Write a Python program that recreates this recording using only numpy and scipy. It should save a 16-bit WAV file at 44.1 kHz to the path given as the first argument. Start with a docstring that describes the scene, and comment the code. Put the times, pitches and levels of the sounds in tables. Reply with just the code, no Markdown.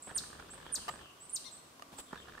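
"""Three sharp, falling chipmunk chips ring among the rocks of a quiet garden.
Each is a plunging whistle with a quick scatter off stone and a longer tail from the trees.
Farther off are thin high bird calls, a songbird and one nasal call, over a soft bed of air.
Up close a camera's zoom motor hums and ticks, and a hand knocks and rubs on the camera body."""
import sys
import numpy as np
from scipy import signal
from scipy.fft import rfft, irfft
from scipy.io import wavfile
from scipy.ndimage import uniform_filter1d

SR = 44100
rng = np.random.default_rng(int(sys.argv[2]) if len(sys.argv) > 2 else 0)


def bounce(signal):
    """Save signal as a 16-bit WAV file at the path given by the first command-line argument."""
    frames = np.transpose(np.atleast_2d(signal))
    limited = np.clip(frames, -1, 1)
    pcm = np.round(limited * 32767).astype(np.int16)
    wavfile.write(sys.argv[1], SR, pcm)


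N = 105840
TOP_HZ = 15600  # treble ceiling

# Chipmunk chips. Each row: start in seconds, level in dB, pitch ratio, length ratio, overtones in dB.
CHIPS = [(0.1468, -31, 1.0, .99, -1), (0.721, -30.5, 1.014, 1.02, 0), (1.328, -32.5, 1.01, .99, -0.5)]
# The plunge of one chip. Each row: seconds from its start, pitch in Hz, level in dB.
CHIP_SHAPE = [(0, 8940, -13), (.007, 9250, -4.5), (.014, 9000, -3.5), (.022, 8450, -1), (.029, 7350, -5),
              (.0325, 6480, -4.5), (.036, 4940, -3), (.042, 3890, -6), (.046, 3220, -17)]
# A chip's bright edge. Each row: multiple of the pitch, level in dB.
CHIP_OVERTONES = [(2, -16.5), (3, -18)]
# A chip's stereo position follows its pitch. Each row: pitch in Hz, left minus right in dB.
CHIP_PAN = [(3500, 1), (6500, 7.5), (8300, -8), (9300, -6)]
# Colour of the chipmunk's voice. Each row: frequency in Hz, gain in dB.
THROAT_EQ = [(3000, -2.5), (9400, -1), (11000, -6), (13200, 4.5), (14500, -5), (15800, -46)]

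# Knocks and creaks of the camera body. Each row: start in seconds, level in dB.
KNOCKS = [(.881, -30), (0.8836, -33), (.888, -30), (.8905, -33), (.893, -30), (.896, -37), (1.795, -43),
          (1.8222, -36)]
# The body's ring. Each row: frequency in Hz, level in dB, seconds to fall 60 dB.
BODY_MODES = [(694, -7, 0.026), (952, -2, 0.021), (1187, -4, 0.035), (1790, -7.5, 0.015), (2904, -7, .016),
              (3700, -13, .012), (4654, -10.5, 0.011)]
# Colour of a knock's edge. Each row: frequency in Hz, gain in dB.
CRACK_EQ = [(150, -7), (450, -9), (700, 0), (1200, 5), (2200, 6), (3000, -6.5), (4500, -1), (8000, -3.5),
            (15000, -13)]
# Swell of the finger rub. Each row: time in seconds, level in dB.
RUB_SWELL = [(1.915, -66), (1.935, -55.5), (1.957, -60), (1.977, -63.5), (1.984, -48.5), (2.004, -47),
             (2.02, -65)]
# Colour of the rub. Each row: frequency in Hz, gain in dB.
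RUB_EQ = [(150, 1.5), (600, 2), (1200, 7), (2200, -7), (3200, 1), (6000, -7.5), (8300, -3.5), (11000, -7.5),
          (15000, -11)]

# Runs of the zoom motor. Each row: start in seconds, end in seconds, level in dB.
ZOOM_RUNS = [(.072, 1.061, -57.5), (2.107, 2.45, -60.5)]
# Colour of the motor's rumble. Each row: frequency in Hz, gain in dB.
MOTOR_EQ = [(25, -12.5), (50, 1), (72, -2), (110, -4), (175, 0), (280, -6), (450, -2.5), (800, -11),
            (1150, -7.5), (1700, -15), (2100, -16), (3300, -12), (6000, -27), (15000, -68)]
# Ticks of the zoom gears. Each row: start in seconds, level in dB.
TICKS = [(.0912, -49), (.101, -46.5), (.109, -48), (.161, -44), (.172, -47), (.236, -45), (.247, -57),
         (.3296, -46.5), (.399, -44), (.4933, -50.5), (.5781, -51), (.6644, -43.5), (.7452, -47),
         (.825, -53), (.911, -50), (.9393, -46.5), (.9911, -50), (1.044, -69), (2.145, -45.5),
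         (2.158, -44.5), (2.176, -48.5), (2.2837, -48.5), (2.295, -49.5), (2.3785, -44)]
# Colour of a tick. Each row: frequency in Hz, gain in dB.
TICK_EQ = [(100, -9.5), (700, -7.5), (1200, -3), (1750, 1.5), (2100, -18), (3200, -15), (6000, -25),
           (15000, -46)]
# Clacks of the zoom lever. Each row: start in seconds, level in dB.
CLACKS = [(2.1295, -38.5), (2.132, -37.5), (2.1355, -43.5)]
# Colour of a clack. Each row: frequency in Hz, gain in dB.
CLACK_EQ = [(60, -20), (200, -1.5), (700, -1.5), (1250, 0.5), (1750, -5.5), (2150, -24), (6000, -31.5),
            (15000, -53)]
# Dull bumps of the hand. Each row: start in seconds, level in dB.
BUMPS = [(.073, -45.5), (.078, -46), (.114, -44), (.9, -50), (.937, -50), (1.928, -49.5), (1.938, -52),
         (1.988, -52.5)]
# Colour of a bump. Each row: frequency in Hz, gain in dB.
BUMP_EQ = [(40, -11), (170, 6), (600, -2), (1250, -8), (1750, -17.5), (2200, -12.5), (6000, -35),
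           (15000, -57)]

# Wavering high calls. Each row: start in seconds, level in dB, pitch ratio, length ratio.
WARBLES = [(.045, -49, 1, 1.1), (0.502, -48, 1, 0.92), (0.897, -53.5, 0.99, 1.13),
           (1.202, -51, 1.005, 1.17), (1.514, -50, 1.002, 1.2), (1.965, -57, 1, 0.6),
           (2.197, -64.5, 0.95, 0.69), (2.39, -54.5, 1.1, .5)]
# The waver of one call. Each row: seconds from its start, pitch in Hz, level in dB.
WARBLE_SHAPE = [(0, 7100, -12), (.004, 7750, -7), (.013, 7700, -4.5), (.019, 8450, -1.5), (.026, 7750, -8),
                (.031, 7850, -4.5), (.038, 9550, -15.5), (.047, 8150, -1.5), (.053, 8600, -31)]
# Short dipping calls. Each row: start in seconds, level in dB, pitch ratio, length ratio.
TSIPS = [(.021, -47, 0.97, 0.88), (1.2922, -46.5, 0.98, 0.88), (1.9823, -46.5, 0.96, 1)]
# The dip of one call. Each row: seconds from its start, pitch in Hz, level in dB.
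TSIP_SHAPE = [(0, 10870, -26.5), (.005, 8220, 5), (.008, 7030, -9), (.011, 8470, 0), (.014, 10200, -20.5),
              (.019, 10940, -15.5), (.025, 10000, -15)]
# The arch of the nasal call. Each row: time in seconds, pitch in Hz, level in dB.
NASAL_SHAPE = [(1.443, 447, -61), (1.455, 523, -56), (1.466, 536.5, -52.5), (1.479, 519, -55),
               (1.495, 454, -63)]
# Harmonics that make it nasal. Each row: multiple of the pitch, level in dB.
NASAL_PARTIALS = [(2, -12), (4, -11), (7, -2), (8, 2.5), (9, -12), (11, -4), (12, -11)]
# Songbird notes, played 3% flat.
# Each row: start in seconds, level in dB, first and last pitch in Hz, length in seconds.
SONG_NOTES = [(0.493, -74, 3110, 3490, 0.1), (0.634, -63, 3285, 3425, .06), (0.764, -60, 3310, 2695, 0.12),
              (0.992, -61.5, 3300, 2750, .12), (1.148, -74, 3377, 3010, 0.11),
              (1.318, -65.5, 3065, 2960, 0.119), (2.041, -67, 3710, 3420, 0.0827),
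              (2.159, -61.5, 3897, 2790, 0.092)]

# Swell of a faint passing hum. Each row: time in seconds, level in dB.
DRONE_SWELL = [(1.78, -73), (1.86, -68), (2.0, -61), (2.079, -77)]
# Colour of the outdoor air. Each row: frequency in Hz, gain in dB.
AIR_EQ = [(15, -27), (25, -12.5), (274, -3), (445, -5.5), (684, -4.5), (848, -8), (919, -7), (1170, -1),
          (1300, -9.5), (1410, -7.5), (1750, -13), (2770, -13.5), (7100, -17.5), (7910, -17.5),
          (15500, -25.5)]
# Stereo width of air, rumble and rub. Each row: frequency in Hz, correlation of left and right.
NOISE_LIKENESS = [(30, .25), (70, 0.96), (130, 0.99), (300, 0.91), (650, 0.26), (1400, 0.019), (3000, 0),
                  (15000, 0)]
# Colour of the garden's echo. Each row: frequency in Hz, gain in dB.
ECHO_EQ = [(1000, -7), (3500, 4), (5000, 2), (7000, 1.5), (9200, 0), (11000, 5), (13000, 1), (15000, 4)]


def chipmunk():
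    """Each chip holds a high note, then plunges; the rocks scatter it back."""
    dry = np.zeros((2, N))
    for start, db, pitch, length, bright_db in CHIPS:
        overtones = [(k, d + bright_db) for k, d in CHIP_OVERTONES]
        tone, hz = whistle(CHIP_SHAPE, pitch, length, overtones, rough=0.0062)
        add(dry, start, undb(db) * tone * pan(along(CHIP_PAN, hz)))
    flutter = undb(1.6 * wander(450))
    dry = colour(dry * flutter, THROAT_EQ)
    return dry + garden_echo(dry, near_db=-9, far_db=-8.5, near_t60=0.04, far_t60=0.61, gap=0.0084)


def handling():
    """The grip creaks in quick slips that ring the camera body; a finger rubs across it."""
    knocks, t = np.zeros((2, N)), np.arange(N // 40) / SR
    for start, db in KNOCKS:
        ring = 0
        for hz, mode_db, t60 in BODY_MODES:
            detuned_hz = hz * (1 + 0.036 * rng.standard_normal())
            stereo_phase = 1.17 * rng.standard_normal((2, 1))
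            ring += undb(mode_db - 60 * t / t60) * np.sin(2 * np.pi * detuned_hz * t + stereo_phase)
        crack = undb(-4 - 60 * t / 0.017) * colour(rng.standard_normal((2, len(t))), CRACK_EQ)
        attack = 1 - np.exp(-t / 0.00038)
        add(knocks, start, undb(db) * (ring + crack) * attack)
    rub = swell(RUB_SWELL) * undb(1.2 * wander(400)) * noise(RUB_EQ)
    return knocks + rub


def zoom():
    """The motor rumbles and hums, its gears tick and chatter, the lever clacks and the hand bumps."""
    hum_hz, hum_db = 71.8, -68
    chatter_per_s, chatter_db, scatter_db = 110, -56, 3.5  # small gear clicks between the ticks
    t = np.arange(N) / SR
    running = sum(undb(db) * uniform_filter1d(1. * ((t > start) & (t < end)), size=600)
                  for start, end, db in ZOOM_RUNS)
    rumble = running * noise(MOTOR_EQ) * undb(2.1 * wander(90)) * pan(db=0.5)
    bumps = taps(BUMPS, BUMP_EQ, t60=0.024, width=0.38) * pan(db=-0.5)
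    clacks = taps(CLACKS, CLACK_EQ, t60=0.014, width=0.61) * pan(db=-2)
    ticks = taps(TICKS, TICK_EQ, t60=0.021, width=0.99)
    clicks = [(s, chatter_db + scatter_db * rng.standard_normal())
              for start, end, _ in ZOOM_RUNS
              for s in rng.uniform(start, end, int((end - start) * chatter_per_s))]
    hum = undb(hum_db) * running / running.max() * wavering_sine(hum_hz, depth=0.028, rate=8.4)
    chatter = taps(clicks, TICK_EQ, t60=0.014, width=0.78)
    return rumble + hum + bumps + clacks + (ticks + chatter) * pan(db=-3)


def high_calls():
    """Birds whistle thin wavering and dipping calls, off to the right."""
    warbles, tsips = np.zeros((2, 2, N))
    for start, db, pitch, length in WARBLES:
        add(warbles, start, undb(db) * whistle(WARBLE_SHAPE, pitch, length, [], rough=.008)[0])
    for start, db, pitch, length in TSIPS:
        add(tsips, start, undb(db) * whistle(TSIP_SHAPE, pitch, length, [], rough=0.0052)[0])
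    echo = garden_echo(warbles + tsips, near_db=-3, far_db=-3.5, near_t60=0.1, far_t60=0.68, gap=0.0041)
    return warbles * pan(db=-6) + tsips * pan(db=-5.5) + echo * pan(db=-2)


def nasal_call():
    """A distant bird gives one arched call, rich in harmonics, off to the left."""
    s, hz, db = np.array(NASAL_SHAPE).T
    t = np.arange(N) / SR
    phase = phase_of(np.interp(t, s, hz) * (1 + .003 * wander(460)))
    tone = sum(undb(d) * np.sin(round(k) * phase + rng.uniform(0, 2 * np.pi)) for k, d in NASAL_PARTIALS)
    dry = tone * swell(np.c_[s, db]) * pan(db=14)
    return dry + garden_echo(dry, near_db=-13, far_db=-9, near_t60=0.1, far_t60=1.0, gap=0.0073)


def songbird():
    """Buzzy slurred notes from so far off that only their echo arrives."""
    dry = np.zeros((2, N))
    for start, db, from_hz, to_hz, length in SONG_NOTES:
        slur = [(0, from_hz, -6), (length / 2, (from_hz + to_hz) / 2, 0), (length, to_hz, -6)]
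        add(dry, start, undb(db) * whistle(slur, pitch=0.97, length=1, overtones=[], rough=0.028)[0])
    buzzy = dry * wander(700)
    return garden_echo(buzzy, near_db=0.5, far_db=-3.5, near_t60=0.14, far_t60=0.91, gap=.005)


def drone():
    """A faint low hum swells and fades."""
    return swell(DRONE_SWELL) * wavering_sine(hz=280, depth=0.0165, rate=30.26)


def air():
    """A soft bed of outdoor air, its level barely wavering."""
    return noise(AIR_EQ) * undb(-58 + 0.21 * wander(4.44))


def garden_echo(x, near_db, far_db, near_t60, far_t60, gap):
    """Scatter off nearby stones builds over `gap` seconds; a longer tail comes from the trees."""
    t = np.arange(SR) / SR
    build = 1 - np.exp(-(t / gap) ** 2)
    decays = (build * undb(-60 * t / t60) for t60 in (near_t60, far_t60))
    stones, trees = (decay / np.linalg.norm(decay) for decay in decays)
    envelope = np.hypot(undb(near_db) * stones, undb(far_db) * trees)
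    response = colour(rng.standard_normal((2, SR)) * envelope, ECHO_EQ)
    return signal.fftconvolve(x.mean(0)[None], response, axes=1)[:, :N]


def whistle(shape, pitch, length, overtones, rough):
    """One gliding tone, its shape scaled by pitch and length ratios; returns sound and pitch in Hz."""
    s, hz, db = np.array(shape, float).T
    t = np.arange(int(s[-1] * length * SR)) / SR / length
    jitter = unit(uniform_filter1d(rng.standard_normal(N // 10), size=30))[:len(t)]
    glide = uniform_filter1d(np.interp(t, s, hz), size=130, mode="nearest")
    f = pitch * glide * (1 + rough * jitter)
    phase = phase_of(f)
    tone = np.sin(phase) + sum(undb(d) * np.sin(round(k) * phase) * (k * f < TOP_HZ) for k, d in overtones)
    envelope = undb(np.interp(t, s, db)) * signal.windows.tukey(len(t), .06)
    return np.sqrt(2) * tone * envelope, f


def taps(rows, eq, t60, width):
    """Short noise bursts through the camera housing, a little different left and right."""
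    out, t = np.zeros((2, N)), np.arange(N // 50) / SR
    for start, db in rows:
        white = rng.standard_normal((3, len(t)))
        burst = colour((white[0] + width * white[1:]) * undb(-60 * t / t60), eq)
        peak_rms = np.sqrt(uniform_filter1d(np.mean(burst ** 2, 0), size=180).max())
        add(out, start, undb(db) * burst / peak_rms)
    return out


def noise(eq):
    """Coloured stereo noise, centred in the bass and wide in the treble."""
    hz = np.fft.rfftfreq(N, 1 / SR)
    alike = np.clip(along(NOISE_LIKENESS, hz), -1, 1)
    mid, side = rfft(rng.standard_normal((2, N)))
    stereo = mid * np.sqrt(1 + alike) + np.array([[1], [-1]]) * side * np.sqrt(1 - alike)
    return unit(irfft(undb(along(eq, hz)) * stereo, N))


def colour(x, eq):
    """Minimum-phase EQ through (Hz, dB) points."""
    cepstrum = irfft(np.log(undb(along(eq, np.fft.rfftfreq(4096, 1 / SR)))))
    half = len(cepstrum) // 2
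    causal = np.r_[cepstrum[0], 2 * cepstrum[1:half], np.zeros(half)]
    response = irfft(np.exp(rfft(causal)))
    return signal.fftconvolve(np.atleast_2d(x), response[None], axes=1)[:, :x.shape[-1]]


def wavering_sine(hz, depth, rate):
    """A sine of rms 1 with a drifting pitch."""
    return np.sqrt(2) * np.sin(phase_of(hz * (1 + depth * wander(rate))))


def wander(rate):
    """Smooth random drift, `rate` steps a second, spread near 1."""
    k = int(SR / rate)
    steps = np.repeat(rng.standard_normal(N // k + 1), k)
    return 1.27 * uniform_filter1d(uniform_filter1d(steps, k), k)[:N]


def swell(points):
    """A fader ride through (seconds, dB) points, silent outside them."""
    s, db = np.array(points).T
    return undb(np.interp(np.arange(N) / SR, s, db, left=-np.inf, right=-np.inf))


def along(points, hz):
    """Read (Hz, value) points on a log-frequency axis."""
    f, v = np.array(points, float).T
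    return np.interp(np.log(np.maximum(hz, 1)), np.log(f), v)


def phase_of(hz):
    """Running phase of a moving pitch."""
    return 2 * np.pi * np.cumsum(hz) / SR


def add(out, start, x):
    """Mix a sound in at `start` seconds."""
    i = max(int(start * SR), 0)
    n = max(min(x.shape[-1], N - i), 0)
    out[:, i:i + n] += x[..., :n]


def pan(db):
    """Stereo gains; positive dB leans left."""
    return undb(np.array([[1], [-1]]) * db / 2)


def undb(db):
    """Decibels to gain."""
    return 10 ** (np.asarray(db) / 20)


def unit(x):
    """Scale to rms 1."""
    return x / np.sqrt(np.mean(x ** 2))


def scene():
    """Animals and camera over the bed of air."""
    return air() + chipmunk() + high_calls() + nasal_call() + songbird() + handling() + zoom() + drone()


def record(dry):
    """A steep low-pass shaves off the very top."""
    return signal.sosfilt(signal.ellip(10, .2, 80, TOP_HZ, fs=SR, output="sos"), dry)


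dry = scene()
out = record(dry)
bounce(out)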